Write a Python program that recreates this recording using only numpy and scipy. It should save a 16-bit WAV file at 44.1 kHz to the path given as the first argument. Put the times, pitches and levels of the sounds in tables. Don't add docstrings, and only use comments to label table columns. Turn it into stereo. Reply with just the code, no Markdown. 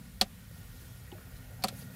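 import sys
import numpy as np
from scipy import signal
from scipy.io import wavfile
from scipy.ndimage import uniform_filter1d

SR = 44100
rng = np.random.default_rng(int(sys.argv[2]) if len(sys.argv) > 2 else 0)


def linear_from_db(decibels):
    return 10 ** (np.asarray(decibels, float) / 20)


def master(y):
    cut = np.clip(np.atleast_2d(y).T, -1, 1)
    pcm = np.round(cut * 32767)
    wavfile.write(sys.argv[1], SR, pcm.astype(np.int16))


N = 85995
EDGE_HZ = 15850
PORT_SIGNS = np.array([[1], [-1]])

# f/Hz, left minus right level/dB
STRUCK_TILT = [(200, -2), (700, 0.33), (1400, -0.5), (2800, 0.5), (4500, 0.5), (9000, -6), (14000, 0.5)]
# f/Hz, correlation [0 to 1]
PORT_LIKENESS = [(60, 0.9135), (150, 0.5071), (380, 0.9768), (950, 0.0442), (2380, 0.0242), (5980, 0.042),
                 (15000, 0.017)]


def evened(x):
    return x / np.sqrt(np.mean(x ** 2) + 1e-20)


def read(points, hz):
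    f, value = np.transpose(points)
    return np.interp(np.log(hz + 1), np.log(f + 1), value)


def curve(points):
    s, value = np.transpose(points)
    return np.interp(np.arange(N) / SR, s, value)


def add(mix, s, sound):
    part = mix[..., round(s * SR):][..., :sound.shape[-1]]
    part += sound[..., :part.shape[-1]]


def noise(shape, size, patchy_db, alike):
    # f/Hz, left minus right level/dB
    port_tilt = [(60, 1), (180, -3.5), (550, -.5), (1650, -2.5), (4970, -3.5), (15000, -7.5)]
    air_lag_s = .0001
    frames, hz = 4 * N // size + 5, np.fft.rfftfreq(size, 1 / SR)
    a, b, c, d, patches = rng.standard_normal((frames, len(hz), 5)).T
    patches = uniform_filter1d(patches, size=9, axis=0)
    patches = evened(uniform_filter1d(patches, size=9, axis=1))

    same = np.clip(alike * read(PORT_LIKENESS, hz), -1, 1)[:, None]
    left = a + 1j * b
    right = same * left + np.sqrt(1 - same ** 2) * (c + 1j * d)
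    right = right * np.exp(2j * np.pi * air_lag_s * hz)[:, None]

    tilt = linear_from_db(read(port_tilt, hz) / 2)[:, None]
    outside = (hz < shape[0][0]) | (hz > shape[-1][0])
    gain = linear_from_db(read(shape, hz) - 60 * outside)[:, None] * linear_from_db(patchy_db * patches)
    spectra = np.array([left * tilt, right / tilt]) * gain
    return evened(signal.istft(spectra, nperseg=size, noverlap=3 * size // 4)[1][:, :N])


def ring(hz, db, t60, rise, turn, bend=1):
    # f/Hz, delay of each port either way/s
    mode_lag = [(210, .00009), (400, -.00005), (750, -.00016), (1300, -.00024), (2600, .00013),
                (4400, -.0002)]
    lag = read(mode_lag, hz) * PORT_SIGNS
    t = np.maximum(np.arange(SR // 8) / SR - np.maximum(lag, 0), 0)
    tilt = linear_from_db(read(STRUCK_TILT, hz) / 2 * PORT_SIGNS)
    decay = linear_from_db(db - 60 * (t / t60) ** bend)
    onset = (1 - np.exp(-t / rise)) ** 2
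    return tilt * decay * onset * np.sin(2 * np.pi * (hz * t + turn))


def crack(bright_db):
    # f/Hz, level/dB per Hz
    crack_spectrum = [(700, -17), (1250, -13.5), (2600, -7), (4600, -7.5), (6000, -9.5), (8000, -12.5),
                      (12000, -12), (14500, -20.5), (16000, -15.5)]
    # f/Hz, t60/s
    crack_decay = [(800, 0.08166), (4000, 0.058315), (9000, 0.0526), (16000, 0.0217)]
    lag_s, rise_s = 0.00026, 0.0011327
    burst_db, burst_s = 9, 0.003068
    n = SR // 8
    w = rng.standard_normal((3, n))
    common = np.array([w[0], np.roll(w[0], round(lag_s * SR))])
    w = 0.5051 * common + 0.9302 * w[1:]

    hz, t, z = signal.stft(w, SR, nperseg=128)
    tilt = read(STRUCK_TILT, hz) / 2 * PORT_SIGNS
    spectrum_db = read(crack_spectrum, hz) + bright_db * (hz / EDGE_HZ) ** 2 + tilt
    decay_db = 60 * t / read(crack_decay, hz)[:, None]
    z = z * linear_from_db(spectrum_db[:, :, None] - decay_db)

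    x, t = signal.istft(z, SR, nperseg=128)[1][:, :n], np.arange(n) / SR
    x = x / x[:, :SR // 100].std()
    return x * (1 - np.exp(-t / rise_s)) * linear_from_db(burst_db * np.exp(-t / burst_s))


def buttons():
    snap_times = [.2119, 1.622, 1.6382, 1.6718, 1.6827]
    slip_delays = [.0012, .006, .0046, .004, .0035]
    # snap level/dB, case level/dB, crack above panel rings/dB, brightness at the top/dB
    snap_levels = [
        (-23, -31, -1, -0.5),
        (-49.5, -59, -4, -15.5),
        (-30.5, -31, 1.5, 5.5),
        (-57, -58.5, 9, -2),
        (-43, -62, 5, 0),
    ]
    # f/Hz, level/dB, t60/s
    panel_modes = [(1206, -13, .04), (1830, -13, .05), (2380, -13, .03), (2630, -7, .045), (2800, -7, .04),
                   (3320, -7, .035), (3490, -7, .035), (4150, -5, .04), (4460, -3, .04), (4650, -9, .045),
                   (4900, -8, .04), (5110, -10, .035), (6460, -14, .03), (7390, -11, .025)]
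    # f/Hz, level/dB, t60/s, rise/s
    case_modes = [(209.78, -8.5, 0.052394, 0.005837), (404.04, -24, 0.05949, 0.003576),
                  (542.39, -13.5, 0.05186, 0.005109), (745, -1.5, 0.028199, 0.002879),
                  (970.71, -17, 0.03143, 0.006098), (1184.7, -17, 0.04215, 0.003073),
                  (1310.1, -15.5, 0.02474, 0.000562)]
    # f/Hz, level/dB per Hz
    cabin_spectrum = [(110, -39.5), (160, 5.5), (300, -3), (430, -9.5), (800, -5.5)]
    slip_db, panel_rise_s = -5.5, 0.0001129
    case_bend = 2.3
    cabin_db, cabin_t60, cabin_rise_s = -16, 0.1919, 0.010426

    mix, t = np.zeros((2, N)), np.arange(SR // 4) / SR
    cabin = noise(cabin_spectrum, size=1024, patchy_db=6.5, alike=0.633)
    for s, slip, (snap_db, case_db, crack_db, bright_db) in zip(snap_times, slip_delays, snap_levels):
        for at, db in ((s, snap_db), (s + slip, snap_db + slip_db)):
            panel = sum(ring(hz, d, t60, panel_rise_s, rng.random() / 4) for hz, d, t60 in panel_modes)
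            add(mix, at, linear_from_db(db) * (panel + linear_from_db(crack_db) * crack(bright_db)))
        case = sum(ring(hz, d, t60, rise, rng.random() / 4, case_bend) for hz, d, t60, rise in case_modes)
        add(mix, s, linear_from_db(case_db + 12.0) * case)
        swell = 1 - np.exp(-t / cabin_rise_s)
        boom = linear_from_db(case_db + 15 + cabin_db - 60 * t / cabin_t60) * swell
        add(mix, s, boom * cabin[:, round(s * SR):][:, :len(t)])
    return mix


def dome():
    # t/s, level/dB, f/Hz
    bounces = [(0.2123, 0, 4224), (.213, -6, 4497), (.2139, -10.5, 4986), (0.215, -8.5, 4693),
               (0.2172, -7.5, 4164), (0.2177, -10, 4885), (.219, -25, 4409), (0.2208, -20, 4189),
               (0.2231, -20, 4247), (1.6244, -38.5, 4484), (1.627, -29, 4309), (1.631, -32.5, 4600),
               (1.6345, -32.5, 4372), (1.638, -13.5, 4101), (1.6382, -11.5, 4375), (1.64, -14, 4727),
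               (1.6411, -15, 4522), (1.6428, -18, 4429), (1.6437, -12, 4499), (1.6444, -23, 4683),
               (1.6448, -21, 4505), (1.6489, -23, 4326), (1.6837, -19.5, 4138), (1.6845, -25, 4292),
               (1.6848, -24.5, 4175), (1.6871, -24.5, 4389), (1.6874, -29, 4576), (1.6911, -31, 4258)]
    mix = np.zeros((2, N))
    for s, db, hz in bounces:
        add(mix, s, ring(hz, db, t60=.0048, rise=.00025, turn=0))
    left_db = -3.
    return mix * linear_from_db([[left_db], [0]])


def touches():
    # t/s, level/dB, f/Hz, t60/s
    contacts = [(.509, -51, 338.8, 0.04699), (.512, -50, 526.9, 0.03126), (.565, -50.5, 745, 0.0366),
                (1.056, -54, 3561, 0.01942), (1.056, -49.5, 2186, 0.02127), (1.075, -51, 1910, 0.04706),
                (1.1163, -42.5, 3401, 0.01587), (1.117, -42, 2925, 0.02112), (1.117, -51.5, 4385, 0.01527),
                (1.119, -52.5, 2570, 0.0498), (1.117, -45, 801, 0.03388), (1.124, -46.5, 818.8, 0.06637),
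                (1.124, -40.5, 349.4, 0.08235), (1.132, -47, 1456, 0.03208), (1.15, -51.5, 625.6, 0.1201),
                (1.181, -43, 1277, 0.03243), (1.186, -48, 451.1, 0.0313), (1.177, -53, 2366, 0.02133),
                (1.208, -43.5, 1385, 0.0481), (1.212, -57.5, 707.3, 0.03375), (1.59, -54.5, 765.3, 0.428),
                (1.639, -33.5, 991.6, 0.08233), (1.641, -25.5, 1287, 0.04666), (1.684, -39.5, 1365, 0.052),
                (1.724, -46, 494.6, 0.03544)]
    cluster = 1.45
    mix = np.zeros((2, N))
    for s, db, hz, t60 in contacts:
        spread = rng.uniform(-0.95244, 1, (9, 2))
        spread[0] = 0
        for k, turn in spread:
            mode_db = db - 6 * abs(k) - 8 * (k != 0)
            add(mix, s, ring(hz * cluster ** k, mode_db, t60, .001, turn))
    return mix


def rubbing():
    # t/s, level/dB
    sliding = [(0, -67.5), (.5, -66.5), (.57, -57.5), (.65, -62.5), (.8, -57), (.95, -61), (1.05, -63),
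               (1.3, -70), (1.37, -57.5), (1.45, -93.5), (1.6, -70), (1.72, -59.5), (1.79, -48.5),
               (1.83, -54), (1.9, -67), (1.95, -57.5)]
    # f/Hz, level/dB per Hz
    skin_spectrum = [(1000, -2.5), (1400, -8.5), (2900, -1.5), (5000, -2), (7500, -6.5), (11700, 0.5),
                     (14000, -6), (15800, -7)]
    return linear_from_db(curve(sliding)) * noise(skin_spectrum, size=256, patchy_db=2.5, alike=0.82)


def fuzzy(hz, width):
    r = np.exp(-np.pi * width / SR)
    z = rng.standard_normal((3, 2 * N)) + 1j * rng.standard_normal((3, 2 * N))
    z = signal.lfilter([1 - r], [1, -r], z)
    z = signal.lfilter([1 - r], [1, -r], z)[:, N:]
    same = np.clip(read(PORT_LIKENESS, hz), 0, 1)
    z = np.sqrt(same) * z[0] + np.sqrt(1 - same) * z[1:]
    carrier = np.exp(2j * np.pi * hz * np.arange(N) / SR)
    return evened((z * carrier).real)


def transformer_hum():
    # t/s, level/dB
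    hum_level = [(0, -64), (.5, -74.5), (.85, -62.5), (.95, -57.5), (1.04, -65.5), (1.12, -74), (1.45, -65),
                 (1.7, -59), (1.95, -58.5)]
    hum_hz = 124.88
    steady = np.sin(2 * np.pi * hum_hz * np.arange(N) / SR)
    return linear_from_db(curve(hum_level)) * (steady * 2.312 + 0.8357 * fuzzy(hum_hz, width=4.815))


def fan():
    # t/s, level/dB
    effort = [(0, -1), (.3, -3.5), (.6, 0.8981), (.85, 0.9939), (1., -1.5), (1.25, 3.5), (1.55, 1.5656),
              (1.95, 3.5)]
    # f/Hz, level/dB per Hz
    air_spectrum = [(270, -21.5), (330, -4), (480, -2), (800, -5.5), (1100, -13), (1500, -5.5), (2500, -13),
                    (4000, -30.5)]
    # f/Hz, bandwidth/Hz, level/dB
    whistles = [(98.4, 28.595, -56), (256.2, 8.475, -68.5), (488.4, 42.46, -75.5), (1428.4, 88.96, -68),
                (1871.9, 79.06, -69), (2175.8, 59.5, -77), (6960.5, 67, -77.5), (11004, 260, -75),
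                (13890, 190, -69), (14790, 250, -70), (11767, 120, -77), (11112, 450, -79)]
    air = linear_from_db(-63.5) * noise(air_spectrum, size=1024, patchy_db=2.5, alike=0.71)
    tones = sum(linear_from_db(db) * fuzzy(hz, bandwidth) for hz, bandwidth, db in whistles)
    return linear_from_db(curve(effort)) * (air + tones)


def rumble():
    # f/Hz, level/dB per Hz
    rumble_spectrum = [(24, -53.5), (33, -24.5), (40, 1), (107, -4.5), (184, -5.5), (220, -13.5),
                       (260, -13), (300, -35)]
    # t/s, level/dB
    rumble_level = [(0.0, -49.5), (0.954, -50.5), (1.08, -53), (1.394, -49.5), (1.95, -46)]
    return linear_from_db(curve(rumble_level)) * noise(rumble_spectrum, size=4096, patchy_db=-3.0, alike=1.0322)


def hiss():
    # f/Hz, level/dB per Hz
    hiss_spectrum = [(250, -8.5), (1000, -7.5), (3000, -8), (6000, -11.5), (9000, -12.5), (12000, -10),
                     (15750, -19), (15880, -42)]
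    return linear_from_db(-57.5) * noise(hiss_spectrum, size=1024, patchy_db=1.4174, alike=0.435)


def scene():
    handled = buttons() + dome() + touches() + rubbing()
    return handled + transformer_hum() + fan() + rumble() + hiss()


def band_limit(x):
    return signal.sosfilt(signal.butter(12, 16630, fs=SR, output="sos"), x)


def record(dry):
    bass_cut = signal.butter(4, 34., "high", fs=SR, output="sos")
    treble_cut = signal.firwin(1023, EDGE_HZ, window=("kaiser", 9), fs=SR)
    cut = signal.sosfilt(bass_cut, dry)
    cut = signal.oaconvolve(cut, treble_cut[None], "same")
    return band_limit(cut)


dry = scene()
out = record(dry)
master(out)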